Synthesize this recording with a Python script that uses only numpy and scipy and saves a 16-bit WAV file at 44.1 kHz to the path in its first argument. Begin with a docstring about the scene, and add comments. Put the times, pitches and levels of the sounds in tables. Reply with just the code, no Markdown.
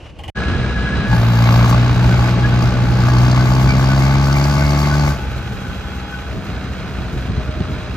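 """Two three-cylinder diesel tractors pull against each other on an open dirt track, heard by a two-port microphone.
A quiet idle of low noise and knocks is cut off by a short silence; then one engine holds its speed while the
other takes the load, barks through its exhaust pipe, spins up its turbocharger and finally drops back.
Notes are sines at multiples of the firing rate; bark, clatter and rumble are coloured noise, puffs and clicks;
ringing panels, faint hums and the whistle are wandering sines."""
import sys
import numpy as np
from scipy import signal
from scipy.fft import rfft, irfft, next_fast_len
from scipy.io import wavfile

SR = 44100
rng = np.random.default_rng(int(sys.argv[2]) if len(sys.argv) > 2 else 0)


def amplitude_ratio(level_db):
    """Convert a level in decibels to the matching linear amplitude (field) ratio."""
    exponent = np.asarray(level_db, float) / 20
    return 10 ** exponent


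def generate_wav(signal):
    """Clip the signal to [-1, 1] and save it as 16-bit WAV at the path in sys.argv[1]."""
    frames = np.transpose(np.atleast_2d(signal))
    scaled = np.clip(frames, -1, 1) * 32767
    pcm = np.round(scaled).astype(np.int16)
    wavfile.write(sys.argv[1], SR, pcm)


N = 351334
SIZE = next_fast_len(N + 8192)  # transform length, with room for ringing
SECONDS = np.arange(N) / SR
HZ = np.fft.rfftfreq(SIZE, 1 / SR) + 1  # the extra 1 Hz keeps the logarithm finite

# loaded engine's speed: (time [s], firing rate [firings per s])
LOADED_SPEED = [(1.0, 61.0), (1.22, 57.7), (1.45, 58.21), (1.73, 59.65), (1.96, 60.65), (2.2, 60.4),
                (2.99, 60.48), (3.2, 61.3), (3.5, 63.72), (3.92, 66.83), (4.5, 71.33), (4.91, 72.95),
                (5.1, 72.7), (5.21, 65.3), (5.3, 63.0), (5.6, 62.0)]
# the load is let go: (start [s], end [s])
LET_GO_S = (4.6, 5.2)
# one cylinder fires hardest: (share of the cylinder swing [-1 to 1]) for each of three
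CYLINDERS = np.array([1, -.7, -.1])
LUGGING_PER_S = 60  # firings per s from which the engine's rise in level is counted


def in_time(rows, fade_s=0.024):
    """Columns joined by lines, and a gain that fades out beyond the table's ends."""
    s, *columns = np.transpose(rows)
    inside = np.interp(SECONDS, [s[0] - fade_s, s[0], s[-1], s[-1] + fade_s], [0, 1, 1, 0])
    return [inside] + [np.interp(SECONDS, s, column) for column in columns]


def over_hz(points):
    """A curve over frequency, its points joined by lines on a logarithmic scale."""
    hz, value = np.transpose(points)
    return np.interp(np.log(HZ), np.log(hz + 1), value)


def swell(s, half_s):
    """A bell-shaped rise and fall of height 1."""
    return np.exp(-((SECONDS - s) / half_s) ** 2)


def drift(rate_hz):
    """Slow chance of spread 1: noise drawn 60 times a second, smoothed by a one-pole low-pass."""
    steps = rng.standard_normal(int(N / SR * 60) + 2)
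    slow = signal.lfilter([1], [1, -np.exp(-2 * np.pi * rate_hz / 60)], steps)
    return np.interp(SECONDS * 60, np.arange(len(slow)), slow / slow.std())


def resonance(hz, width_hz):
    """Complex gain of a causal resonance applied twice; .78 makes width_hz its half-power width."""
    return 1 / (1 + 1j * (HZ - hz) / (.78 * width_hz)) ** 2


def ports(lead, tilt):
    """One direction at the microphone: left and right ports differ in phase and level over frequency."""
    # treble lead of the left port, out of phase near 9 kHz: (frequency [Hz], phase [rad])
    treble_lead = [(8100, 3 * np.pi), (10900, 3 * np.pi), (13500, 4 * np.pi), (20000, 4 * np.pi)]
    side = np.array([[.5], [-.5]])
    gain = amplitude_ratio(side * over_hz(tilt + [(8000, 0)]))
    return gain * np.exp(1j * side * over_hz(lead + treble_lead))


def from_direction(x, pair):
    """A mono sound placed at the two ports by their complex gains."""
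    return irfft(rfft(x, SIZE) * pair, SIZE)[:, :N]


def noise(envelope, colour, pair, clicks=0):
    """Noise under an envelope plus clicks, coloured at unit power; a share arrives scattered, unlike left and right."""
    # share of the power that arrives scattered: (frequency [Hz], share [0-1])
    scatter = [(60, 0.11), (300, 0.06), (700, 0.19), (1500, 0.2), (3000, 0.2), (6000, 0.32), (7400, 0.61),
               (8300, 0), (10200, 0), (11500, 0.6), (13500, 0.7), (15500, 0.1)]
    white = rng.standard_normal((3, N)) * envelope
    white[0] += clicks
    direct, *scattered = rfft(white, SIZE)
    share = np.clip(over_hz(scatter), 0, 1)
    mix = np.sqrt(1 - share) * direct * pair + np.sqrt(share) * np.array(scattered)
    unit_colour = colour / np.sqrt(np.mean(np.abs(colour) ** 2))
    return irfft(mix * unit_colour, SIZE)[:, :N]


def wavering(hz, wobble_rad, flutter_db):
    """A sine whose phase and level wander about a peak level of +5 dB."""
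    gain = amplitude_ratio(5.0 + flutter_db * drift(10))
    phase = 2 * np.pi * np.cumsum(hz + 0 * SECONDS) / SR
    return gain * np.sin(phase + wobble_rad * drift(10.0))


def note(per_s, orders, swing_db, flutter_db):
    """Multiples of the firing rate as fluttering sines, shifted by the silencer; also gives the firing count."""
    # the note's phase against the gas puff: (frequency [Hz], phase [rad])
    silencer_lead = np.transpose([(59, -1.1), (72, -2.5), (118, .2), (127, .1), (144, -1.2), (180, -1.9),
                                  (250, -2.3), (360, -3.6)])
    turns = np.cumsum(per_s) / SR
    tone = 0
    for k, (order_db, follows, loose, rise_db) in enumerate(orders, 1):
        level_db = order_db + follows * swing_db + loose * flutter_db * drift(23)
        level_db = level_db + rise_db * (per_s - LUGGING_PER_S)
        shift = np.interp(k * per_s, *silencer_lead) + 0.091 * k * drift(9.6)
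        tone = tone + amplitude_ratio(level_db) * np.cos(2 * np.pi * k * turns + shift)
    return tone, turns


def puffs(turns, lag, decay, floor, spread_db, cylinder_db):
    """One puff a firing, sudden and dying; strengths differ by cylinder and by chance; rms 1."""
    count = (turns + lag).astype(int)
    part = turns + lag - count  # how far the present firing has got, 0-1
    strength = amplitude_ratio(spread_db * rng.standard_normal(1000) + cylinder_db * CYLINDERS[np.arange(1000) % 3])
    shape = floor + strength[count] * (1 - np.exp(-part / .06)) * np.exp(-part / decay)
    return shape / np.sqrt(np.mean(shape ** 2))


def blows(turns, lag, jitter_s, spread_db, cylinder_db):
    """One click a firing, a little early or late, harder for one cylinder; unit power."""
    count = (turns + lag).astype(int)
    at = np.flatnonzero(np.diff(count)) + 1
    early, size = rng.standard_normal((1000, 2))[:len(at)].T
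    at_jittered = np.clip(at + (early * jitter_s * SR).astype(int), 0, N - 1)
    out = np.zeros(N)
    out[at_jittered] = amplitude_ratio(spread_db * size + cylinder_db * CYLINDERS[count[at] % 3])
    return out / out.std()


def idle():
    """A soft low noise swelling towards the silence, a thin patchy rattle, and knocks that ring a small hard body."""
    # idle before the silence: (time [s], low noise level [dB], rattle level [dB])
    idle_levels = [(0.0, -38, -41.5), (0.276, -30, -50), (0.3, -25.5, -52)]
    # colour of the low noise: (frequency [Hz], relative density [dB per Hz])
    low_colour = [(18, -45), (30, -10), (92, -0.5), (133, -12.5), (262, -23), (333, -11.5), (377, -25),
                  (600, -23), (780, -50), (1320, -120)]
    # colour of the rattle: (frequency [Hz], relative density [dB per Hz])
    rattle_colour = [(260, -42), (450, -3), (809, -8), (1190, -13), (2010, -16), (2700, -11), (2900, -6),
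                     (3260, -19), (3670, -22), (5610, -26), (7200, -32), (15000, -53)]
    # knocks, each a burst of noise: (time [s], level before the burst's shape [dB])
    knocks = [(0.186, -30), (0.234, -28), (0.278, -25.5)]
    # resonances of the knocked body: (frequency [Hz], width [Hz], relative level [dB])
    knock_body = [(810, 150, 4), (1070, 90, 0), (2070, 510, -9), (2450, 200, -5), (2930, 250, -0.5),
                  (3920, 120, -23)]
    inside, low_db, rattle_db = in_time(idle_levels, fade_s=0.0062)
    bursts = 0
    for s, burst_db in knocks:
        after = np.maximum(SECONDS - s, 0)
        bursts = bursts + amplitude_ratio(burst_db) * (1 - np.exp(-after / 0.0025)) * np.exp(-after / 0.016)
    body = amplitude_ratio(-20) * resonance(1600, 6400)  # broad part under the narrow resonances
    for hz, width_hz, body_db in knock_body:
        body = body + amplitude_ratio(body_db) * resonance(hz, width_hz)
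    low_noise = noise(inside * amplitude_ratio(low_db), amplitude_ratio(over_hz(low_colour)), 1)
    rattle = noise(inside * amplitude_ratio(rattle_db + 3 * drift(30)), amplitude_ratio(over_hz(rattle_colour)), 1)
    return low_noise + rattle + noise(inside * bursts, body, 1)


def steady_engine(pair):
    """A weaker firing note under a dense casing clatter of noise that throbs only slightly and ticks."""
    # speed: (time [s], firing rate [firings per s])
    steady_speed = [(.35, 62), (1.05, 61.5), (3.5, 62), (5, 62.2), (5.5, 62.6), (6, 63.5), (6.5, 64),
                    (7, 63.6), (7.5, 62.8), (7.97, 61.6)]
    # effort: (time [s], note swing [dB], clatter level [dB])
    steady_effort = [(.36, -.5, -27), (.7, 2, -27), (1.05, 1, -26.5), (2, -36, -26.5), (3.5, -17, -29),
                     (5, -16, -30.5), (5.5, -2.5, -32.5), (6, -3.5, -33.5), (7, -2.6, -32),
                     (7.5, -1, -32.5), (7.97, -4, -31)]
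    # multiples 1-4: (level [dB], share of note swing, share of unsteadiness, rise [dB per extra firing per s])
    steady_orders = [(-27.5, 1.2, 1.5, 0.45), (-28, 2.7, 1.4, -.2), (-35.5, 0.12, 0.34, 0.69),
                     (-41.5, 0.29, 0.91, -0.79)]
    # colour of the clatter: (frequency [Hz], relative density [dB per Hz])
    clatter_colour = [(200, 1.5), (400, 2), (700, 1), (950, -2.5), (1500, 1), (1900, -5.5), (2500, -5),
                      (3200, -9), (4000, -13), (5000, -15.5), (6500, -39), (8000, -20), (11000, -56.5),
                      (16000, -57)]
    # resonances and dips of the clatter: (frequency [Hz], width [Hz], rise at the centre [dB])
    casing = [(1300, 110, 2), (1490, 67, 1.5), (2480, 84, 1.5), (3310, 37, 8.5), (3340, 150, -2),
              (3910, 120, 6), (4400, 200, 2.5), (5130, 130, 0), (6330, 510, 19.5)]
    ticks_per_s, tick_db = 150, -11  # loose parts within the clatter: average rate, level against it
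    inside, note_db, clatter_db = in_time(steady_effort, fade_s=0.015)
    tone, turns = note(in_time(steady_speed)[1], steady_orders, note_db, flutter_db=3.5)
    throb = puffs(turns, lag=.1, decay=.5, floor=1.1, spread_db=2, cylinder_db=1.5) * amplitude_ratio(.6 * drift(7))
    peaks_db = sum(rise_db * np.abs(resonance(hz, width_hz)) for hz, width_hz, rise_db in casing)
    ticks = (rng.random(N) < ticks_per_s / SR) * rng.standard_normal(N)
    ticks = ticks * np.sqrt(SR / ticks_per_s) * amplitude_ratio(tick_db)
    level = inside * amplitude_ratio(clatter_db)
    clatter = noise(throb * level, amplitude_ratio(over_hz(clatter_colour) + peaks_db), pair, ticks * level)
    return inside * tone + clatter


def rumble(pair):
    """Lumpy low noise, strongest while the engine is dragged down and lighter after the pull, with lone thumps."""
    # colour: (frequency [Hz], relative density [dB per Hz])
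    rumble_colour = [(25, -26.5), (45, 2), (70, 7.5), (110, 3), (200, -2), (300, -9), (450, -13),
                     (800, -47), (1500, -69)]
    # the rumble swells or sags: (time [s], change [dB], half length [s])
    surges = [(0.554, 7.5, 0.073), (0.62, 0.5, 0.038), (.84, 6.5, 0.022), (0.945, 3.5, 0.045),
              (1.389, -9, 0.16), (3.136, 2.5, 0.03), (3.717, 4, 0.055), (6.105, -6, 0.24),
              (6.352, 7.5, 0.031), (6.598, -5.5, 0.016), (6.99, 4, 0.022), (7.152, 6.5, 0.039),
              (7.306, 6.5, 0.022), (7.384, 6.5, 0.017), (7.602, 5.5, .03), (7.73, 6, 0.027),
              (7.868, -1.5, .03), (7.945, 5.5, 0.018)]
    # single dull exhaust thumps: (time [s], click level before colouring [dB])
    lone_thumps = [(6.355, 6.5), (6.495, 6.5), (7.255, 4.5), (7.335, 6), (7.493, 9), (7.576, 8.5),
                   (7.611, 9)]
    before_db, lugging_db, after_db, loss_db_per_firing = -23.5, -19, -27, 0.5
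    pulling = (SECONDS >= .98) * np.interp(SECONDS, LET_GO_S, [1, 0])
    free_db = np.where(SECONDS < LET_GO_S[0], before_db, after_db)
    loaded_db = lugging_db - loss_db_per_firing * (in_time(LOADED_SPEED)[1] - LUGGING_PER_S)
    surge_db = sum(change_db * swell(s, half_s) for s, change_db, half_s in surges)
    level_db = free_db + pulling * (loaded_db - free_db) + surge_db
    lumps_db = 1.33 * drift(45) + .5 * drift(6.2)
    thumps = np.zeros(N)
    for s, thump_db in lone_thumps:
        thumps[int(s * SR)] = amplitude_ratio(thump_db)
    return noise(amplitude_ratio(level_db + lumps_db), amplitude_ratio(over_hz(rumble_colour)), pair, thumps)


def panels(pair):
    """Sheet metal kept ringing by the engines as wavering sines with brief yelps; loose sheets buzz as noise."""
    # pitches of the upper, lower and third panel: (frequency [Hz])
    panels_hz = (1668, 1502, 2320)
    # brief metallic yelps: (time [s], level before wavering's +5 dB [dB], panel [Hz], half length [s])
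    yelp_rows = [(0.37, -30, 1668, .02), (0.423, -32, 1668, 0.018), (0.473, -29.5, 1668, 0.017),
                 (0.546, -29, 1668, 0.015), (0.645, -35, 1668, 0.0091), (.71, -37, 1668, 0.016),
                 (.77, -32, 1668, 0.022), (0.822, -33, 1668, 0.021), (.875, -29.5, 1668, 0.024),
                 (0.935, -29, 1668, 0.013), (1.036, -34.5, 1668, 0.058), (1.132, -32, 1668, 0.023),
                 (1.167, -38, 1668, 0.013), (1.374, -32, 1668, 0.012), (2.127, -28.5, 1502, .016),
                 (2.45, -24, 1668, 0.016), (2.536, -32, 1502, 0.014), (3.006, -39, 1502, .015),
                 (3.1, -31.5, 1668, 0.023), (3.41, -30.5, 1502, .02), (3.693, -33, 1502, .012),
                 (3.705, -26.5, 2320, .022), (3.92, -30, 1502, 0.033), (4.117, -33, 1502, 0.021),
                 (4.303, -39, 1502, .02), (4.37, -29, 2320, .015), (4.52, -35, 1502, 0.025),
                 (4.623, -31, 1502, 0.014), (4.928, -29.5, 1502, 0.027), (5.012, -32, 1502, 0.021),
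                 (5.108, -35, 1502, .016), (5.22, -39, 1502, 0.028), (5.32, -43, 1502, .03),
                 (5.697, -42, 1502, 0.037), (5.875, -46, 1502, .02), (6.15, -38, 1502, .035)]
    # breathy companions of the upper panel: (frequency [Hz], width [Hz], level [dB]; the first sets the whole)
    buzz_rows = [(2770, 130, -42), (3880, 260, -47)]
    # steady ring, levels before wavering's +5 dB: the upper sings until the load bites, drops 3 dB
    # within 46 ms, then fades by 4 dB per s; the lower weakens as the load is let go and stops at 6.3 s
    since = np.maximum(SECONDS - 1.19, 0)
    upper_db = -39.5 - 3 * np.minimum(since / 0.046, 1) - 4 * since
    lower_db = np.interp(SECONDS, LET_GO_S + (6.3, 6.3 + .1), [-44, -51, -51, -80])
    ring = 0
    for panel_hz, steady in zip(panels_hz, (amplitude_ratio(upper_db), amplitude_ratio(lower_db), 0)):
        yelps = sum(amplitude_ratio(yelp_db) * swell(s, half_s)
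                    for s, yelp_db, hz, half_s in yelp_rows if abs(hz - panel_hz) < 85)
        level = steady * amplitude_ratio(3.5 * drift(20)) + yelps
        ring = ring + level * wavering(panel_hz, wobble_rad=1.8, flutter_db=1.8)
    first_db = buzz_rows[0][2]
    buzz_colour = sum(amplitude_ratio(buzz_db - first_db) * resonance(hz, width_hz) for hz, width_hz, buzz_db in buzz_rows)
    buzzing = (SECONDS <= 2.7) * amplitude_ratio(2.5 * drift(8.8))  # breaks off at 2.7 s
    return from_direction(ring, pair) + amplitude_ratio(first_db) * noise(buzzing, buzz_colour, pair)


def hums():
    """Faint wavering tones of gears and body, each gliding from its first pitch to its last."""
    # (start [s], end [s], start pitch [Hz], end pitch [Hz], level before wavering's +5 dB [dB])
    hum_rows = [(.36, 1.05, 206, 204, -33), (.45, 1.0, 229, 227, -36), (.4, .9, 478, 478, -44),
                (2.0, 3.1, 348, 346, -39), (1.98, 3.12, 824, 822, -40), (5.2, 6.3, 820, 818, -47),
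                (5.2, 6.3, 3300, 3296, -51), (6.3, 7.4, 735, 730, -49), (6.3, 7.1, 640, 636, -48),
                (7.4, 7.97, 622, 612, -43), (5.6, 6.1, 1012, 1014, -52)]
    out = 0
    for start, end, start_hz, end_hz, level_db in hum_rows:
        inside, hz = in_time([(start, start_hz), (end, end_hz)])
        out = out + inside * amplitude_ratio(level_db) * wavering(hz, wobble_rad=.7, flutter_db=3)
    return out


def loaded_engine(pair):
    """Clean exhaust note; every firing drives roar and hiss over a smooth jet and knocks the pipe with a sharp blow."""
    # effort: (time [s], note swing [dB], bark swing [dB], unsteadiness [dB])
    effort = [(1.075, -12, -11, 1.5), (1.12, -1.5, -0.5, -4), (1.22, 1, -4.5, 0.7), (1.51, 3.5, 3, 0),
              (1.78, 2, 1.5, 2), (1.96, -1.5, -3.5, -0.5), (2.06, 1.2, -2, 2.5), (2.27, -1, 2, -0.5),
              (2.36, -2, -5, 1.5), (2.66, 0, -1, -1), (2.7, -3, -3.5, 1.1), (2.97, -3, -2.5, 1.5),
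              (3.03, 0.5, 1.5, 1.5), (3.2, 2, 2, 0.5), (3.92, 0.6, 2.5, 0.4), (4.64, -1.5, 4, 0.34),
              (5.1, -2, 3, 0.5), (5.18, -20, -12.5, 3), (5.4, -14, -27, 0.5)]
    # multiples 1-5: (level [dB], share of note swing, share of unsteadiness, rise [dB per extra firing per s])
    loaded_orders = [(-20.5, 0.39, 4, 0.38), (-10.5, 0.97, 0.6, -0.027), (-22, 1.1, 2.26, 0.02),
                     (-26, 1.13, 2, 0.13), (-34, 1.5, 0.86, 0.03)]
    # pipe resonances: (frequency [Hz], width [Hz], relative level [dB], share of bark swing,
    # rise [dB per extra firing per s])
    pipe_rows = [(641, 114, -35.5, 0.52, 0.05), (855, 83, -34, 0.55, 0.0357), (1132, 121, -33, 1.1, -0.21),
                 (4660, 470, -50, 1.7, -0.83)]
    # broad roar: (frequency [Hz], relative density [dB per Hz])
    roar_colour = [(150, -37), (330, -2), (500, -13), (700, -2), (1000, -6), (1400, -9), (1650, -7),
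                   (1900, -20), (2400, -15.5), (2900, -14.5), (4000, -16.5), (8000, -60)]
    # gas hiss: (frequency [Hz], relative density [dB per Hz])
    hiss_colour = [(2800, -34), (3500, -20.5), (4200, -2.5), (4620, 0.5), (4860, -0.5), (5150, 1),
                   (5500, -11), (5800, -7), (6290, -7.5), (8000, -14.5), (10000, -20), (13000, -30),
                   (16000, -37)]
    # smooth gas jet that does not throb: (frequency [Hz], relative density [dB per Hz])
    jet_colour = [(1500, -30.5), (1900, -14), (2300, -2), (2900, -17.5), (3400, -16.5), (6000, -4),
                  (8000, -5.5), (11000, -10), (16000, -13.5)]
    # ring within the jet: (frequency [Hz], width [Hz], level [dB], rise [dB per extra firing per s])
    jet_ring = (2161, 191.5, -39.5, 0.0149)
    # firings whose knock or hiss departs from the usual, louder or softer:
    # (time [s], knock over usual [dB], hiss over usual [dB])
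    odd_firings = [(1.392, 5, 1.5), (1.423, 2, 0), (1.491, 3, -3), (1.526, 3, 4), (1.562, 4, 5.5),
                   (1.628, 2, 3), (1.647, 0, -1.5), (1.729, 4, 2.5), (1.745, 2, -1), (2.043, 5, -1),
                   (2.625, 7, 5.5), (3.185, 2.5, 6), (3.315, -1, 5.5), (3.409, 1, 2.5), (3.692, -1, 6),
                   (3.708, 2, 2.5), (4.327, -2.5, 6), (4.441, -1.5, 6), (4.666, -2, 5), (4.708, -2, 5)]
    inside, note_db, bark_db, unsteady_db = in_time(effort, fade_s=0.037)
    per_s = in_time(LOADED_SPEED)[1]
    extra_per_s = per_s - LUGGING_PER_S
    tone, turns = note(per_s, loaded_orders, note_db, unsteady_db)
    bark = inside * puffs(turns, lag=.34, decay=.2, floor=.13, spread_db=.7, cylinder_db=1.5) * amplitude_ratio(.5 * drift(6))
    knock_db, hiss_db = sum(np.outer(over_db, swell(s, .007)) for s, *over_db in odd_firings)
    knock = 1.15 * inside * blows(turns, lag=.29, jitter_s=.00015, spread_db=.7, cylinder_db=1.6)
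    knock = knock * amplitude_ratio(knock_db)

    roar = amplitude_ratio(.68 * bark_db + note_db)  # the roar follows part of the bark and all of the note
    out = from_direction(inside * tone, pair)
    out += noise(bark * roar * amplitude_ratio(-30), amplitude_ratio(over_hz(roar_colour)), pair, knock * roar * amplitude_ratio(-37))

    breathy = .3  # gas noise against the clean knock in the pipe
    for hz, width_hz, pipe_db, follows, rise_db in pipe_rows:
        gain = amplitude_ratio(pipe_db + follows * bark_db + rise_db * extra_per_s + 1.6 * unsteady_db * drift(7.7))
        out += noise(breathy * bark * gain, resonance(hz, width_hz), pair, knock * gain)

    gas = inside * puffs(turns, lag=.17, decay=.17, floor=.13, spread_db=.8, cylinder_db=1.2)
    gas = gas * amplitude_ratio(hiss_db + 1.2 * drift(5))
    out += noise(gas * amplitude_ratio(-38.5 + bark_db), amplitude_ratio(over_hz(hiss_colour)), pair)

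    # once the load is let go the jet dies away slowly, by 3 dB per s
    coasting = (SECONDS > LET_GO_S[0]) * amplitude_ratio(-3.5 - 3 * (SECONDS - LET_GO_S[0]))
    jet = np.maximum(inside * amplitude_ratio(bark_db), coasting) * amplitude_ratio(-42.5 + 2.5 * drift(8))
    hz, width_hz, ring_db, rise_db = jet_ring
    ring = inside * amplitude_ratio(ring_db + bark_db + rise_db * extra_per_s + 3.5 * drift(9))
    out += noise(ring, resonance(hz, width_hz), pair)
    return out + noise(jet, amplitude_ratio(over_hz(jet_colour)), pair)


def turbo():
    """The turbocharger spins up as a breathy whistle: a gliding sine blurred by low-passed noise."""
    # (time [s], pitch [Hz], level [dB])
    whistle = [(1.05, 9200, -91), (1.15, 10600, -38), (1.3, 11800, -43), (1.45, 12200, -43),
               (1.55, 13400, -42), (1.7, 14700, -54.5), (1.85, 16200, -56), (1.95, 16500, -79)]
    inside, hz, level_db = in_time(whistle)
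    blur = signal.sosfilt(signal.butter(2, 850, fs=SR, output="sos"), rng.standard_normal(N))
    return inside * amplitude_ratio(level_db) * blur / blur.std() * np.sin(2 * np.pi * np.cumsum(hz) / SR)


def scene():
    """Idle, a short silence, then both engines, each from its own direction."""
    # left port's lead on the right, loaded engine: (frequency [Hz], phase [rad])
    loaded_lead = [(60, -0.42), (130, 0.31), (400, 0.3), (950, 1.16), (1400, 0.5), (1720, 0.7), (2500, 2.5),
                   (3450, 4), (4220, 5.5), (4910, 7.5), (6370, 7)]
    # left port's level over the right, loaded engine: (frequency [Hz], tilt [dB])
    loaded_tilt = [(60, -1), (200, 1.5), (400, 3.5), (700, 5.5), (1300, 6), (2400, -2), (4400, 1),
                   (6500, 10)]
    # left port's lead on the right, steady engine: (frequency [Hz], phase [rad])
    steady_lead = [(60, 0.5), (860, 0.04), (1810, 0.03), (3010, 1.36), (4300, 1.36), (5080, 6), (6370, 7.5)]
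    # left port's level over the right, steady engine: (frequency [Hz], tilt [dB])
    steady_tilt = [(60, -1), (200, 0.5), (400, -0.5), (700, 3), (1300, 0), (2400, -5.5), (4400, -2),
                   (6500, -1.5)]
    # the silence: (start [s], end [s])
    stop, start = (.301, 0.3478)
    loaded, steady = ports(loaded_lead, loaded_tilt), ports(steady_lead, steady_tilt)
    pull = steady_engine(steady) + rumble(steady) + panels(loaded)
    pull = pull + loaded_engine(loaded) + from_direction(hums() + turbo(), loaded)
    fade_in = np.clip((SECONDS - start) / 0.028, 0, 1)
    return idle() * (SECONDS < stop) + pull * fade_in


def low_pass(x):
    """Removes everything above the highest recorded frequency."""
    return signal.sosfilt(signal.butter(12, 16780, fs=SR, output="sos"), x)


def record(dry):
    """The microphone's signal: peaks are rounded, then the top and the deep bass are cut."""
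    rounded = 1.3 * np.tanh(dry / 1.3)
    top_cut = signal.cheby2(14, 70, 16280, fs=SR, output="sos")  # 70 dB down from 16280 Hz
    bass_cut = signal.butter(2, 29, "high", fs=SR, output="sos")
    mix = signal.sosfilt(bass_cut, signal.sosfilt(top_cut, rounded))
    return low_pass(mix)


dry = scene()
out = record(dry)
generate_wav(out)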